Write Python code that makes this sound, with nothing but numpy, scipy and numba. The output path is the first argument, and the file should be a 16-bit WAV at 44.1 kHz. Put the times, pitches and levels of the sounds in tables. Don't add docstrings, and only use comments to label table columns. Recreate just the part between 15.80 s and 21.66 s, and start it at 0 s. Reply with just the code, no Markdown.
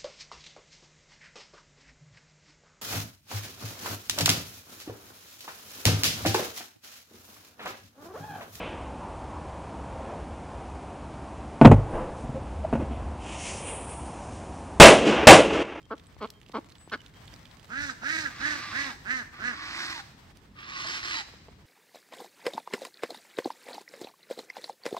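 import sys
import numpy as np
from scipy import signal
from scipy.fft import rfft, irfft
from scipy.io import wavfile
from scipy.ndimage import uniform_filter1d
from numba import njit

SR = 44100
rng = np.random.default_rng(int(sys.argv[2]) if len(sys.argv) > 2 else 0)


def unload_audio(sound):
    columns = np.transpose(np.atleast_2d(sound))
    steps = np.round(np.clip(columns, -1, 1) * 32767)
    wavfile.write(sys.argv[1], SR, steps.astype(np.int16))


N = 258426
T = np.arange(N) / SR


def undb(db):
    return 10 ** (np.asarray(db) / 20)


def unit(x):
    return x / np.sqrt(np.mean(x ** 2) + 1e-18)


def noise():
    return rng.standard_normal(N)


def drift(rate_hz):
    step = max(int(SR / rate_hz), 1)
    return unit(uniform_filter1d(np.repeat(noise()[:N // step + 1], step), step))[:N]


def bump(at_s, half_width_s):
    return np.exp(-((T - at_s) / half_width_s) ** 2)


def gate(start_s, end_s, fade_s=0.014):
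    return np.clip(np.minimum(T - start_s, end_s - T) / fade_s + .5, 0, 1)


def add(out, x, start_s):
    i = max(int(start_s * SR), 0)
    out[i:i + len(x)] += x[:N - i]


def pulses(cycles):
    before = np.r_[cycles[0], cycles[:-1]]
    wrap = np.floor(cycles) > np.floor(before)
    late = wrap * (cycles % 1) / np.maximum(cycles - before, 1e-9)
    return late + np.roll(wrap - late, 1)


def colour(x, points):
    hz, db = np.transpose(points)
    log_hz = np.log(np.fft.rfftfreq(2048, 1 / SR) + 1)
    log_gain = np.log(undb(np.interp(log_hz, np.log(hz), db)))
    cepstrum = irfft(log_gain) * np.r_[1, np.full(1023, 2), 1, np.zeros(1023)]
    return signal.fftconvolve(x, irfft(np.exp(rfft(cepstrum))))[:len(x)]


def band(x, hz, width_hz):
    hz = min(hz, SR / 2 - 1000)
    return signal.lfilter(*signal.iirpeak(hz, hz / min(width_hz, SR / 4), fs=SR), x)


def highpass(x, hz):
    return signal.sosfilt(signal.butter(2, hz, "high", fs=SR, output="sos"), x)


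@njit
def sweep(x, hz, width_hz):
    out, band_state, low_state = np.empty((2, len(x))), 0., 0.
    for i in range(len(x)):
        g, damping = np.tan(np.pi * min(hz[i] / SR, .45)), width_hz[i] / hz[i]
        v = (band_state + g * (x[i] + 1e-18 - low_state)) / (1 + g * (g + damping))
        out[0, i], out[1, i] = damping * v, low_state + g * v
        band_state, low_state = 2 * v - band_state, low_state + 2 * g * v
    return out


def formant(x, hz, widths_hz):
    for width_hz in widths_hz:
        x = sweep(x, hz, np.full(N, width_hz))[0]
    return x


def pan(x, lag_ms, right_db):
    hz = np.fft.rfftfreq(N, 1 / SR)
    apart = 1 / (1 + (750 / (hz + 1)) ** 4)
    half = undb(apart * right_db / 2) * np.exp(-1j * np.pi * hz * lag_ms / 1000 * (1 + apart) / 2)
    return irfft(rfft(x) * np.array([1 / half, half]), N)


# f/Hz, gain/dB
AIR_SPECTRUM = [(15, -45), (25, -16.5), (49, 3), (122, 3.5), (233, -2), (945, -18.5), (1450, -25.5),
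                (1900, -25), (2560, -30.5), (3170, -30.5), (5010, -35), (7300, -41.5), (8350, -40),
                (9550, -49), (15500, -46.5)]
# centre t/s, length/s, rumble/dB, rustle/dB
BACKGROUND_SWELLS = [(1.51, 0.33, -52.5, -56.5), (2.752, 2.04, -54, -53.5), (4.6, 6, -61, -63.5)]


def open_air(still_rumble_db=-57, still_rustle_db=-63.5):
    low, high = undb(still_rumble_db), undb(still_rustle_db)
    for at_s, length_s, rumble_db, rustle_db in BACKGROUND_SWELLS:
        swell = bump(at_s, length_s / 2)
        low, high = np.hypot(low, undb(rumble_db) * swell), np.hypot(high, undb(rustle_db) * swell)
    shared, out = noise(), []
    for channel in range(2):
        air = colour(shared + 0.16 * noise(), AIR_SPECTRUM)
        rumble = unit(signal.sosfilt(signal.butter(2, 600, fs=SR, output="sos"), air))
        rustle = unit(highpass(colour(0.56 * shared + noise(), AIR_SPECTRUM), 1170))
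        out.append(low * undb(0.7 * drift(12)) * rumble + high * undb(3.3 * drift(42)) * rustle)
    return np.array(out)


# centre t/s, length/s, level/dB
WIND_PUFFS = [(0.395, 0.082, -54.5), (2.02, 0.087, -44.5), (2.67, 0.045, -53)]


def wind(floor_db=-67.5):
    strength = undb(floor_db) + sum(undb(db) * bump(at, length / 2) for at, length, db in WIND_PUFFS)
    spectrum = [(20, -29), (70, 2.0), (130, -4.5), (300, -43), (1000, -74)]
    return strength * np.array([unit(colour(noise(), spectrum)) for channel in range(2)])


# t/s, length/s, start f/Hz, end f/Hz, level/dB
BIRD_CHIRPS = [(.02, .06, 3150, 3180, -63), (.52, .08, 3190, 3170, -62), (.965, .125, 7850, 8000, -56),
               (1.175, .055, 3100, 2930, -57), (1.34, .055, 3130, 3200, -60), (1.49, .045, 3170, 3180, -62)]


def small_bird():
    out = np.zeros(N)
    for start_s, length_s, from_hz, to_hz, db in BIRD_CHIRPS:
        u = np.linspace(0, 1, int(length_s * SR))
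        hz = from_hz + (to_hz - from_hz) * np.sin(2 * u) + 15 * drift(210)[:len(u)]
        add(out, undb(db) * np.sin(np.pi * u) * np.sin(2 * np.pi * np.cumsum(hz) / SR), start_s)
    return pan(out, lag_ms=0.033, right_db=0.55)


# f/Hz, width/Hz, gain/dB
EDGE_MODES = [(2190, 250, -0.5), (3300, 620, -7), (4440, 1900, -7)]


def cluck(length_s, hz, db, throat_hz, bill_hz, bill_db, edge_db):
    jitter, shimmer_db, breath = .03, 1.2, .015
    t = np.arange(SR // 8) / SR
    uneven, force, air = (x[:len(t)] for x in (drift(215), drift(300), noise()))
    u = np.clip(t / length_s, 0, 1)
    swell = np.abs(np.sin(np.pi * u ** 1.02)) ** 0.69 * (u < 1) * undb(shimmer_db * force)
    cycles = np.cumsum(hz * (1 + 0.426 * (2 * u - 1) ** 4 + jitter * uneven)) / SR + .5
    beat = (pulses(cycles) + breath * air) * swell
    throat = band(band(beat, throat_hz, 510), 0.94 * throat_hz, 480)
    bill = band(band(beat, bill_hz, 480), bill_hz, 740)
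    breathy = beat + 0.08 * air * swell
    edge = sum(undb(gain_db) * band(breathy, f, width) for f, width, gain_db in EDGE_MODES)
    edge = colour(edge, [(1200, -14), (2100, 2.5), (4700, -8.5), (6500, -21)])
    voice = -throat + undb(bill_db) * bill + undb(edge_db) * edge
    voice = voice + .3 * np.interp(t - .0007, t, voice, left=0)
    return voice * undb(db) / np.sqrt(np.sum(voice ** 2) / (length_s * SR))


def grunt(length_s, db, throat_hz):
    return cluck(length_s, 218, db, throat_hz, bill_hz=900, bill_db=-6, edge_db=-22)


# bill/dB, edge/dB, opening pulse/dB, closing flutter/dB
SOFT_CLUCKS = [(0.106, .034, 216, -33, 453, 1330, -5.5, -24.5, -28, -7.5),
               (0.407, 0.056, 208, -34.5, 410, 1150, -6.5, -17, -17.5, -43),
               (0.738, .046, 222.2, -32, 385, 1104, -2.5, -17.5, -16.5, -2),
               (1.117, 0.036, 214, -31.5, 453, 1540, 4, -5.5, -15.5, -9.5)]
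# t/s, length/s, level/dB, throat f/Hz
LONE_GRUNTS = [(2.231, 0.0065, -44.5, 700), (5.043, 0.02, -47, 760), (5.536, 0.0068, -51, 525),
               (5.682, 0.01, -49, 514)]


def clucks(opening_lead_s=.043, opening_s=.00595, closing_s=.0144, overlap_s=.005, dull_db=-7.5):
    out = np.zeros(N)
    glide = np.minimum(T[:SR // 8] / 0.013, 1)
    squeak = np.sin(2 * np.pi * np.cumsum(1280 - 420 * glide) / SR) * np.sin(np.pi * glide)
    for at_s, length_s, hz, db, throat_hz, bill_hz, bill_db, edge_db, open_db, close_db in SOFT_CLUCKS:
        add(out, grunt(opening_s, db + open_db, throat_hz=365), at_s - opening_lead_s)
        add(out, undb(db - 8) * squeak, at_s - .004)
        add(out, cluck(length_s, hz, db, throat_hz, bill_hz, bill_db, edge_db), at_s)
        closing = cluck(closing_s, hz * 1.26, db + close_db, throat_hz * .72, bill_hz * .9,
                        bill_db + dull_db, edge_db + dull_db)
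        add(out, closing, at_s + length_s - overlap_s)
    for at_s, length_s, db, throat_hz in LONE_GRUNTS:
        add(out, grunt(length_s, db, throat_hz), at_s)
    return pan(out, lag_ms=0.047, right_db=0.3)


# t/s, peak level/dB before trim, ring f/Hz
BILL_TAPS = [(0.181, -42, 3370), (0.198, -40.5, 3230), (0.269, -45, 8100), (0.4745, -45, 3530),
             (0.632, -46, 3000), (0.664, -44, 2970), (0.7203, -42.5, 3600), (0.902, -43.5, 3680),
             (0.922, -40, 3600), (0.9547, -41.5, 3670), (1.0988, -38, 3070), (1.2062, -39, 2920),
             (1.263, -36, 3850), (1.48, -36, 3500), (1.5402, -37, 4730), (1.656, -38.5, 3070),
             (1.7136, -40.5, 3450), (1.8058, -54, 2930)]


def bills(trim_db=-2, treble_db=-23.5, lead_s=.003):
    out, t = np.zeros(N), np.arange(SR // 25) / SR
    from_peak_s = np.abs(t - lead_s)
    for (at_s, db, hz), grit in zip(BILL_TAPS, rng.standard_normal((len(BILL_TAPS), len(t)))):
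        scrape = grit * (np.exp(-from_peak_s / .0014) + .12 * np.exp(-from_peak_s / .005))
        ring = band(band(scrape, hz, 950), hz, 3900)
        tap = ring + 0.34 * band(scrape, 3000, 3300) + undb(treble_db) * highpass(scrape, 5300)
        add(out, tap / np.abs(tap).max() * undb(db + trim_db), at_s - lead_s)
    ticks_per_s = np.where(T < 1.9, 45, 2)
    ticks = (rng.random(N) < ticks_per_s / SR) * undb(np.minimum(5 * rng.exponential(size=N), 10))
    patter = signal.fftconvolve(ticks, t * np.exp(-t / 0.00063))[:N] * noise()
    spectrum = [(1200, 3), (3300, 5), (5000, 0.5), (8300, -2), (10000, -9.5), (15000, -11)]
    out += undb(-71.5) * unit(colour(patter, spectrum))
    return pan(out, lag_ms=-0.035, right_db=6.2)


# t/s, peak level/dB
STALK_SNAPS = [(.504, -32.5), (4.572, -45.5)]


def stalks(lead_s=.002, decay_s=.0009):
    out, t = np.zeros(N), np.arange(SR // 50) / SR
    for (at_s, db), grit in zip(STALK_SNAPS, rng.standard_normal((len(STALK_SNAPS), len(t)))):
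        crack = grit * np.exp(-np.abs(t - lead_s) / decay_s)
        snap = colour(crack, [(1500, -12), (4300, 9), (7000, -4), (10000, -5.5), (15500, -10)])
        add(out, undb(db) * snap / np.abs(snap).max(), at_s - lead_s)
    return pan(out, lag_ms=0, right_db=1)


def pitch_arch(u, crest, rise=.32, fall=.23):
    rising, falling = np.clip(1 - u / crest, 0, 1), np.clip((u - crest) / (1 - crest), 0, 1)
    return 1 - rise * rising ** 2 - fall * falling ** 2.5


def call_effort_db(start_s, length_s, hold_s, catch_db, attack_s=.048, release_s=.053, depth_db=10.5):
    attack = np.clip(1 - (T - start_s) / attack_s, 0, 1)
    sag = 1 - np.exp(-(np.maximum(T - start_s - hold_s, 0) / release_s) ** 2)
    return -depth_db * (attack + sag) + catch_db * bump(start_s + length_s - .029, .0074)


# f/Hz, gain/dB
CHEST_SPECTRUM = [(120, -40.5), (210, 3.5), (310, 7), (430, -7), (620, -4), (900, -1.5), (1200, 6.5),
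                  (2500, -22), (5000, -54.5)]
RASP_SPECTRUM = [(600, -18), (1200, -5.5), (2300, 3), (3000, -8), (3800, 0.5), (4900, -3.5), (6400, -5),
                 (7300, -13), (8600, -15.5), (10000, -42.5), (12500, -22.5), (16000, -57)]
# t/s, length/s, top f/Hz, crest/share of length, throat level/dB, hold from start/s,
# throat f/Hz at crest, rasp level/dB, rasp peak/share of length, roughness/0-1, catch/dB
CALLS = [(1.897, 0.23, 290.6, 0.53, -34.5, .13, 1645, -42.5, 0.67, 0.31, 13.5),
         (2.219, 0.27, 322.7, 0.45, -31, 0.14, 1783, -38, 0.53, 0.44, 14),
         (2.587, 0.22, 303.5, .45, -32, 0.099, 1770, -42, 0.51, 0.49, -14),
         (2.92, .2, 284.4, .46, -32, 0.057, 1880, -42, 0.52, .28, -3),
         (3.252, 0.18, 261.3, .46, -31.5, 0.079, 1816, -45, 0.54, 0.26, 4),
         (3.594, .15, 250.7, 0.54, -33, 0.073, 1710, -47, 0.49, .36, 3)]


def hoarse_calls(rasp_width=.51, rasp_drop_db=22):
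    out = 0
    jitter, shimmer, turbulence, flutter = drift(260), drift(300), noise(), drift(50)
    for at_s, length_s, top_hz, crest, db, hold_s, open_hz, rasp_db, rasp_peak, rough, catch_db in CALLS:
        u = np.clip((T - at_s) / length_s, 0, 1)
        pitch = pitch_arch(u, crest)
        cycles = np.cumsum(top_hz * pitch * (1 + .04 * rough * jitter)) / SR
        beat = unit(pulses(cycles) * undb(5 * rough * shimmer))
        puffs = unit(turbulence * (0.2 + np.exp(-(cycles % 1) / .2)))
        throat = unit(formant(beat + rough * puffs, open_hz * pitch ** .7, widths_hz=(330, 800)))
        chest = unit(colour(beat + .62 * rough * puffs, CHEST_SPECTRUM))
        rasp = unit(colour(puffs + .4 * beat, RASP_SPECTRUM))
        throat_db = db + call_effort_db(at_s, length_s, hold_s, catch_db)
        chest_db = -44 + 0.1 * (throat_db + 25)
        rasp_fade_db = rasp_drop_db * (1 - np.exp(-((u - rasp_peak) / rasp_width) ** 2))
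        bright = undb(1.1 * flutter) * (undb(throat_db) * throat + undb(rasp_db - rasp_fade_db) * rasp)
        out = out + gate(at_s, at_s + length_s) * (bright + undb(chest_db) * chest)
    return pan(out, lag_ms=-0.2, right_db=7.77)


def hiss(row, spectrum, flutter_db, waver, flap_hz, flap_depth, rings=False):
    (start_s, end_s, swell_s, level_db, slack_at_s, slack_db, push_db,
     shut_hz, open_hz, whistle_hz, clear_at_s, clear_db, sink_db) = row
    swell_db, buried_db, duck_db = 14.5, -7, -3
    overshoot_hz, settle_s, sink_s, sink_hz_per_s = 90.03, .0505, .105, 3200
    age_s = np.maximum(T - start_s, 0)
    opening, push = np.minimum(age_s / swell_s, 1), bump(end_s - .057, .05)
    effort_db = swell_db * (opening - 1) + slack_db * bump(slack_at_s, .027)
    drop_hz = sink_hz_per_s * np.clip(T - end_s + sink_s, 0, sink_s)
    hz = whistle_hz + overshoot_hz * np.exp(-age_s / settle_s) - drop_hz
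    membrane_hz = flap_hz * (hz / 1150) ** .3 * (1 + 0.0435 * drift(150))
    flapping = 1 + flap_depth * np.cos(2 * np.pi * np.cumsum(membrane_hz) / SR)
    turbulence = noise() * flapping * undb(flutter_db * drift(420) + drift(45))
    cutoff_hz = shut_hz * (open_hz / shut_hz) ** opening
    air = sweep(unit(colour(turbulence, spectrum)), cutoff_hz, 1.55 * cutoff_hz)[1]
    sinking = np.clip((1100 - hz) / 150, 0, 1)
    wobble = 1 + waver * (1 - .35 * sinking) * drift(500) + .008 * drift(50)
    phase = 2 * np.pi * np.cumsum(hz * wobble) / SR
    whistle = unit((np.sin(phase) + 0.1 * np.sin(2 * phase)) * undb(2 * drift(110)))
    steady_db = clear_db + buried_db * (1 - bump(clear_at_s, .057)) + 0.46 * effort_db
    whistle_db = steady_db + (sink_db - steady_db) * sinking
    air_db = level_db + effort_db + push_db * push + duck_db * sinking
    out = undb(air_db) * air + undb(whistle_db) * whistle
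    if rings:
        out = out + windpipe(effort_db, push)
    return gate(start_s, end_s) * out


# f/Hz, gain/dB
SOFT_SPECTRUM = [(150, -30), (300, 1.5), (450, -21.5), (750, -8), (1100, -2), (1800, 5), (2400, 0.5),
                 (3000, -6.5), (4000, -1), (5400, -6), (7000, -16), (8500, -18.5), (10500, -30.5),
                 (15500, -24)]
SHARP_SPECTRUM = [(150, -25), (320, -2), (500, -15), (850, -7.5), (1200, 0), (1700, 6.5), (2400, 4.5),
                  (3300, -1.5), (4200, -0.5), (5400, -2), (6500, -8.5), (8200, -17), (10000, -30),
                  (15500, -24)]
# f/Hz, clearest t/s, clearest level/dB, sinking level/dB
WHEEZES = [(2.48, 3.135, 0.15, -39.5, 2.87, -1, -2.5, 7000, 9200, 1161, 2.855, -44.5, -53.5),
           (3.53, 4.21, 0.47, -36, 4.125, -0.5, -0.5, 3200, 11200, 1119, 3.82, -43.5, -50),
           (4.758, 5.42, 0.26, -35.5, 5.215, -5, 3.5, 2970, 10500, 1128, 4.96, -41.5, -46)]


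def hisses():
    first = hiss(WHEEZES[0], SOFT_SPECTRUM, flutter_db=1.5, waver=.0378, flap_hz=333.3, flap_depth=.19)
    second = hiss(WHEEZES[1], SOFT_SPECTRUM, flutter_db=1.5, waver=.038, flap_hz=315.4, flap_depth=.41)
    last = hiss(WHEEZES[2], SHARP_SPECTRUM, flutter_db=2.6, waver=.05, flap_hz=330, flap_depth=.45,
                rings=True)
    return (pan(first, lag_ms=.053, right_db=4.7) + pan(second, lag_ms=.15, right_db=4.3)
            + pan(last, lag_ms=.23, right_db=3.7))


# f/Hz before stretch, width/Hz, gain/dB
WINDPIPE_MODES = [(1370, 150, -8), (1950, 120, 0), (2550, 160, -9), (3020, 170, -5), (4060, 170, -1),
                  (4900, 170, -5)]


def windpipe(effort_db, push, level_db=-45.5, push_db=10.5):
    stretch = 1.05 + .02 * effort_db - .068 * np.maximum.accumulate(push)
    air = noise()
    ring = sum(undb(db) * formant(air, hz * stretch, widths_hz=(width_hz, 2 * width_hz))
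               for hz, width_hz, db in WINDPIPE_MODES)
    return undb(level_db + 1.2 * effort_db + push_db * push) * unit(ring)


def meadow(stereo, t60_s=0.9, tail_db=-18, scatter_db=-11):
    t = np.arange(SR) / SR
    tail = undb(tail_db) * unit(undb(-60 * t / t60_s) * np.minimum(t / 0.056, 1))
    scatter = undb(scatter_db) * unit(np.exp(-t / .014) * (t > .002))
    send = colour(stereo[1], [(200, 1.5), (700, 4), (1500, -1), (4000, 1.5), (10000, 9)])
    echoes = [noise()[:SR] * (tail + scatter) for channel in range(2)]
    return np.array([signal.fftconvolve(send, echo)[:N] for echo in echoes]) / np.sqrt(SR)


def scene():
    loud = hoarse_calls() + hisses()
    soft = clucks() + bills() + stalks()
    return loud + soft + meadow(loud + 0.38 * soft) + small_bird() + open_air() + wind()


def record(dry):
    return signal.sosfilt(signal.ellip(10, .2, 70, 15750, fs=SR, output="sos"), dry)


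dry = scene()
out = record(dry)
unload_audio(out)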